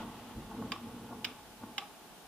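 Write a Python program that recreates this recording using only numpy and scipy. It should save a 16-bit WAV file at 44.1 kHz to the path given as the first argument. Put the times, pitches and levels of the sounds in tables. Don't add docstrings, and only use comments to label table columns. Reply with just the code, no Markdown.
import sys
import numpy as np
from scipy import signal
from scipy.fft import rfft, irfft
from scipy.io import wavfile
from scipy.ndimage import uniform_filter1d

SR = 44100
rng = np.random.default_rng(int(sys.argv[2]) if len(sys.argv) > 2 else 0)


def unload_wav(signal):
    wavfile.write(
        sys.argv[1],
        SR,
        np.round(np.clip(np.atleast_2d(signal).T, -1, 1) * 32767).astype(np.int16),
    )


N = 100459

# start_s, level_db, ring_build_s, bounce_delay_s, bounce_db
FLICKS = [(0.719, -23.5, 0.00088, 0.0022, -7.5), (1.2442, -20, 0.0038, .0048, 1.5),
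          (1.7800, -22, 0.00094, 0.0019, -1)]
# frequency_hz, left_right_likeness
CLOSE_LIKENESS = [(100, 1), (900, 0.99), (2000, 0.72), (4000, .1)]


def switches():
    # pitch_hz, t60_s, first_flick_db, second_flick_db, third_flick_db
    plate_modes = [(818, 0.085, -18.5, -46, -14), (1072, 0.037, -4, -19, -17),
                   (1154, 0.079, -15.5, -21, -18), (1255, 0.031, -8, -21, -11),
                   (1617, 0.016, -8, -15, -16.5), (2082, 0.027, -14, -24, -9),
                   (2355, 0.025, -12, -4.5, -18), (2673, 0.023, -7.5, -10, -12),
                   (2910, 0.021, -12, 2.5, -3), (3175, 0.034, -9, -23, -3), (3512, 0.036, -11.5, -10, -14),
                   (3750, 0.028, -20, -5, -9), (3920, 0.015, -36, -22, -18), (4830, 0.02, -4.5, -5, -19),
                   (5070, 0.032, -34, -7, -14), (5210, 0.022, -34, -10, -12),
                   (6360, 0.036, -18.5, -14, -17)]
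    # frequency_hz, left_minus_right_db, left_lead_rad
    ports = [(980, 1.5, 0), (2300, -9, -1), (2600, -13, -0.3), (2840, -8, 1), (3180, -3, 0.9),
             (3440, 5, 2.5), (3700, -9, -3.5), (4770, -10.5, -4.5), (6240, 0, -3.5)]
    # frequency_hz, level_db
    crack_colour = [(200, -18), (800, -8), (1500, 2), (3300, 8), (4400, -3.5), (5300, -6), (6000, -15),
                    (7600, -13), (9500, -18), (15000, -13)]
    crack_db, crack_t60_s, crack_rise_s = -10.5, 0.029, 0.000092
    low_build_s, low_below_hz = 0.0015, 1400
    rings, cracks = np.zeros((2, N)), np.zeros((2, N))
    t = np.arange(SR // 8) / SR
    side = np.array([[.5], [-.5]])
    for flick, (start_s, flick_db, build_s, bounce_s, bounce_db) in enumerate(FLICKS):
        for k, (hz, t60, *mode_db) in enumerate(plate_modes):
            swell = 1 - np.exp(-t / (build_s + low_build_s * (hz < low_below_hz)))
            wave = (-1) ** k * np.sin(2 * np.pi * hz * t + side * at_hz(ports, hz, column=2))
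            gain = amp(flick_db + mode_db[flick] + side * at_hz(ports, hz))
            add(rings, start_s, gain * swell * fade(t, t60) * wave)
        for delay_s, contact_db in [(0, 0), (bounce_s, bounce_db)]:
            burst = noise(crack_colour, likeness=[(1, 0.68)], size=len(t))
            crack = burst * fade(t, crack_t60_s) * (1 - np.exp(-t / crack_rise_s))
            add(cracks, start_s + delay_s, amp(flick_db + contact_db + crack_db) * crack)
    return rings, cracks


def room_reflections(rings, cracks):
    # frequency_hz, t60_s
    decay = [(200, 0), (1000, 0.46), (3000, 0.33), (6000, 0.27), (14000, 0.46)]
    # frequency_hz, level_db
    tail_colour = [(200, -9), (800, -5), (1150, -2), (1450, -6), (2050, -6), (2400, 3), (3000, 1.5),
                   (3800, 0), (4300, -14), (5100, -3), (6000, -15.5), (12000, -29)]
    # frequency_hz, left_right_likeness
    tail_likeness = [(100, 0.53), (1100, 0.99), (2400, 0.56), (5000, 0.13), (15000, 0)]
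    tail_delay_s, tail_db, linger_db = .007, -24, -5
    echo_delay_s, echo_db, low_ring_top_hz = .039, -7.5, 1200

    def tail(colour):
        hz, t, bands = signal.stft(noise(colour, tail_likeness, size=SR // 2), SR, nperseg=256)
        return signal.istft(bands * fade(t, at_hz(decay, hz)[:, None]), SR, nperseg=256)[1]

    out = np.zeros((2, N))
    for start_s, flick_db, *_ in FLICKS:
        add(out, start_s + tail_delay_s, amp(flick_db + tail_db) * tail(tail_colour))
    low_ring = signal.lfilter(*signal.butter(4, low_ring_top_hz, fs=SR), rings + cracks)
    walls = tail(colour=[(1, 0)])
    lingering = signal.fftconvolve(low_ring, walls / np.linalg.norm(walls[0]), axes=1)
    add(out, tail_delay_s, amp(linger_db) * lingering)
    add(out, echo_delay_s, amp(echo_db) * low_ring)
    return out


def camera_mount():
    # pitch_hz, t60_s, level_db
    low_modes = [(126.3, 0.11, -9), (236.8, 0.056, 2.5), (291.2, 0.039, -1.5), (441, 0.051, -6)]
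    # pitch_hz, t60_s, level_db
    upper_modes = [(717, 0.024, 4.5), (849.3, 0.041, 4.5), (1101, 0.037, 0), (1435, 0.025, -4.5)]
    # time_s, low_modes_db, upper_modes_db
    rubbing = [(0, -42, -43), (.07, -46, -55.5), (.2, -54.5, -58), (.27, -52, -58.5), (.34, -52.5, -60),
               (.39, -42, -59.5), (.47, -54, -60.5), (.52, -45.5, -48.5), (.62, -40, -53.5),
               (.71, -42, -58), (.8, -53.5, -61), (.88, -46.5, -56.5), (1.07, -49, -58), (1.12, -49, -48),
               (1.18, -48.5, -57.5), (1.24, -51.5, -57.5), (1.32, -51.5, -58), (1.38, -67, -59),
               (1.58, -63.5, -71), (1.62, -49.5, -54), (1.7, -51.5, -58.5), (1.76, -60, -58.5),
               (2.28, -77, -66)]
    # start_s, low_modes_db, upper_modes_db, share_of_free_t60
    knocks = [(.369, -38, -64, 0.7), (.511, -51, -49, 1), (0.5981, -32.5, -62, 0.87),
              (.622, -32, -33.5, 0.73), (0.6762, -37, -71, 1), (1.117, -36.5, -43, 0.72),
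              (1.126, -41, -37, 1), (1.6255, -43, -40, .4), (1.6345, -33.5, -35.5, 0.7),
              (1.6382, -41, -50, 0.82)]
    rise_s, low_cut_hz = 0.0024, 82
    t = np.arange(SR // 4) / SR

    def ring(modes, t60_share):
        tones = sum(amp(db) * fade(t, t60 * t60_share) * np.sin(2 * np.pi * hz * t)
                    for hz, t60, db in modes)
        return tones[None] * (1 - np.exp(-t / rise_s))

    out = np.zeros((2, N))
    for column, modes in enumerate([low_modes, upper_modes], 1):
        friction = noise([(1, 0)], CLOSE_LIKENESS) * grain(depth_db=1, length_s=.012)
        rub = signal.fftconvolve(friction, ring(modes, t60_share=0.96), axes=1)[:, :N]
        out += unit(rub) * envelope(rubbing, column)
        for knock in knocks:
            add(out, knock[0], amp(knock[column]) * ring(modes, t60_share=knock[3]))
    return signal.lfilter(*signal.butter(2, low_cut_hz, "high", fs=SR), out)


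def body_sway():
    # time_s, level_db
    sway = [(0, -69), (.11, -62), (.19, -67), (.33, -74), (.37, -44), (.44, -52), (.52, -60), (.6, -61),
            (.75, -63), (1.05, -60), (1.3, -71), (1.40, -65), (1.8, -70), (2.28, -72)]
    # frequency_hz, level_db
    rumble_colour = [(15, -39), (33, -14), (48, -0.5), (62, -12.5), (90, -13.5), (150, -8.5), (400, -62)]
    return noise(rumble_colour, CLOSE_LIKENESS) * envelope(sway)


def sleeve_rustle():
    # time_s, level_db
    movement = [(0, -48), (.1, -56.5), (.2, -55), (.35, -56.5), (.5, -59.5), (.62, -56), (.9, -60.5),
                (1.4, -72), (2.28, -92)]
    # frequency_hz, level_db
    cloth_colour = [(400, -3), (1000, 2), (1400, -1.5), (1700, -12), (1950, -4), (2200, -11), (2600, -6.5),
                    (3400, -6.5), (4300, -15), (8000, -29), (16000, -35)]
    return noise(cloth_colour, CLOSE_LIKENESS) * envelope(movement) * grain(depth_db=1.5, length_s=0.014)


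def room_tone():
    # frequency_hz, level_db
    floor_colour = [(20, -21), (130, -16.5), (170, -3.5), (260, -4), (330, -3.5), (560, -8.5), (740, -6),
                    (850, -5), (950, -8.5), (1130, -12), (1500, -10.5), (2050, -16), (3000, -13),
                    (4300, -17), (8600, -21), (9600, -17), (10600, -21.5), (13200, -22.5), (14200, -19.5),
                    (15200, -25), (15700, -66)]
    # frequency_hz, left_right_likeness
    floor_likeness = [(60, 0.45), (400, 0.68), (950, 0.87), (2400, 0.13), (6000, 0), (15000, 0.087)]
    return amp(-54.5) * noise(floor_colour, floor_likeness)


def amp(db):
    return 10 ** (np.asarray(db) / 20)


def unit(x):
    return x / np.sqrt(np.mean(x ** 2) + 1e-20)


def at_hz(points, hz, column=1):
    columns = np.transpose(points)
    return np.interp(np.log(hz + 1), np.log(columns[0] + 1), columns[column])


def envelope(points, column=1):
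    columns = np.transpose(points)
    return amp(np.interp(np.arange(N) / SR, columns[0], columns[column]))


def add(mix, start_s, sound):
    part = mix[:, max(round(start_s * SR), 0):][:, :sound.shape[1]]
    part += sound[:, :part.shape[1]]


def noise(colour, likeness, size=N):
    hz = np.fft.rfftfreq(size, 1 / SR)
    left, independent = rfft(rng.standard_normal((2, size)))
    shared = np.clip(at_hz(likeness, hz), -1, 1)
    right = shared * left + np.sqrt(1 - shared ** 2) * independent
    return unit(irfft(np.array([left, right]) * amp(at_hz(colour, hz)), size))


def fade(t, t60):
    return np.exp(-np.log(1000) * t / np.maximum(t60, 1e-3))


def grain(depth_db, length_s):
    roughness = uniform_filter1d(rng.standard_normal(N), max(int(length_s * SR), 2))
    return unit(amp(depth_db * unit(roughness)))


def scene():
    rings, cracks = switches()
    handling = camera_mount() + body_sway() + sleeve_rustle()
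    return rings + cracks + room_reflections(rings, cracks) + handling + room_tone()


def record(dry):
    overload_db, top_hz = -19.5, 15700
    rounded = amp(overload_db) * np.tanh(dry / amp(overload_db))
    lowpass = signal.firwin(401, top_hz, window=("kaiser", 9), fs=SR)
    return signal.oaconvolve(rounded, lowpass[None], "same")


dry = scene()
out = record(dry)
unload_wav(out)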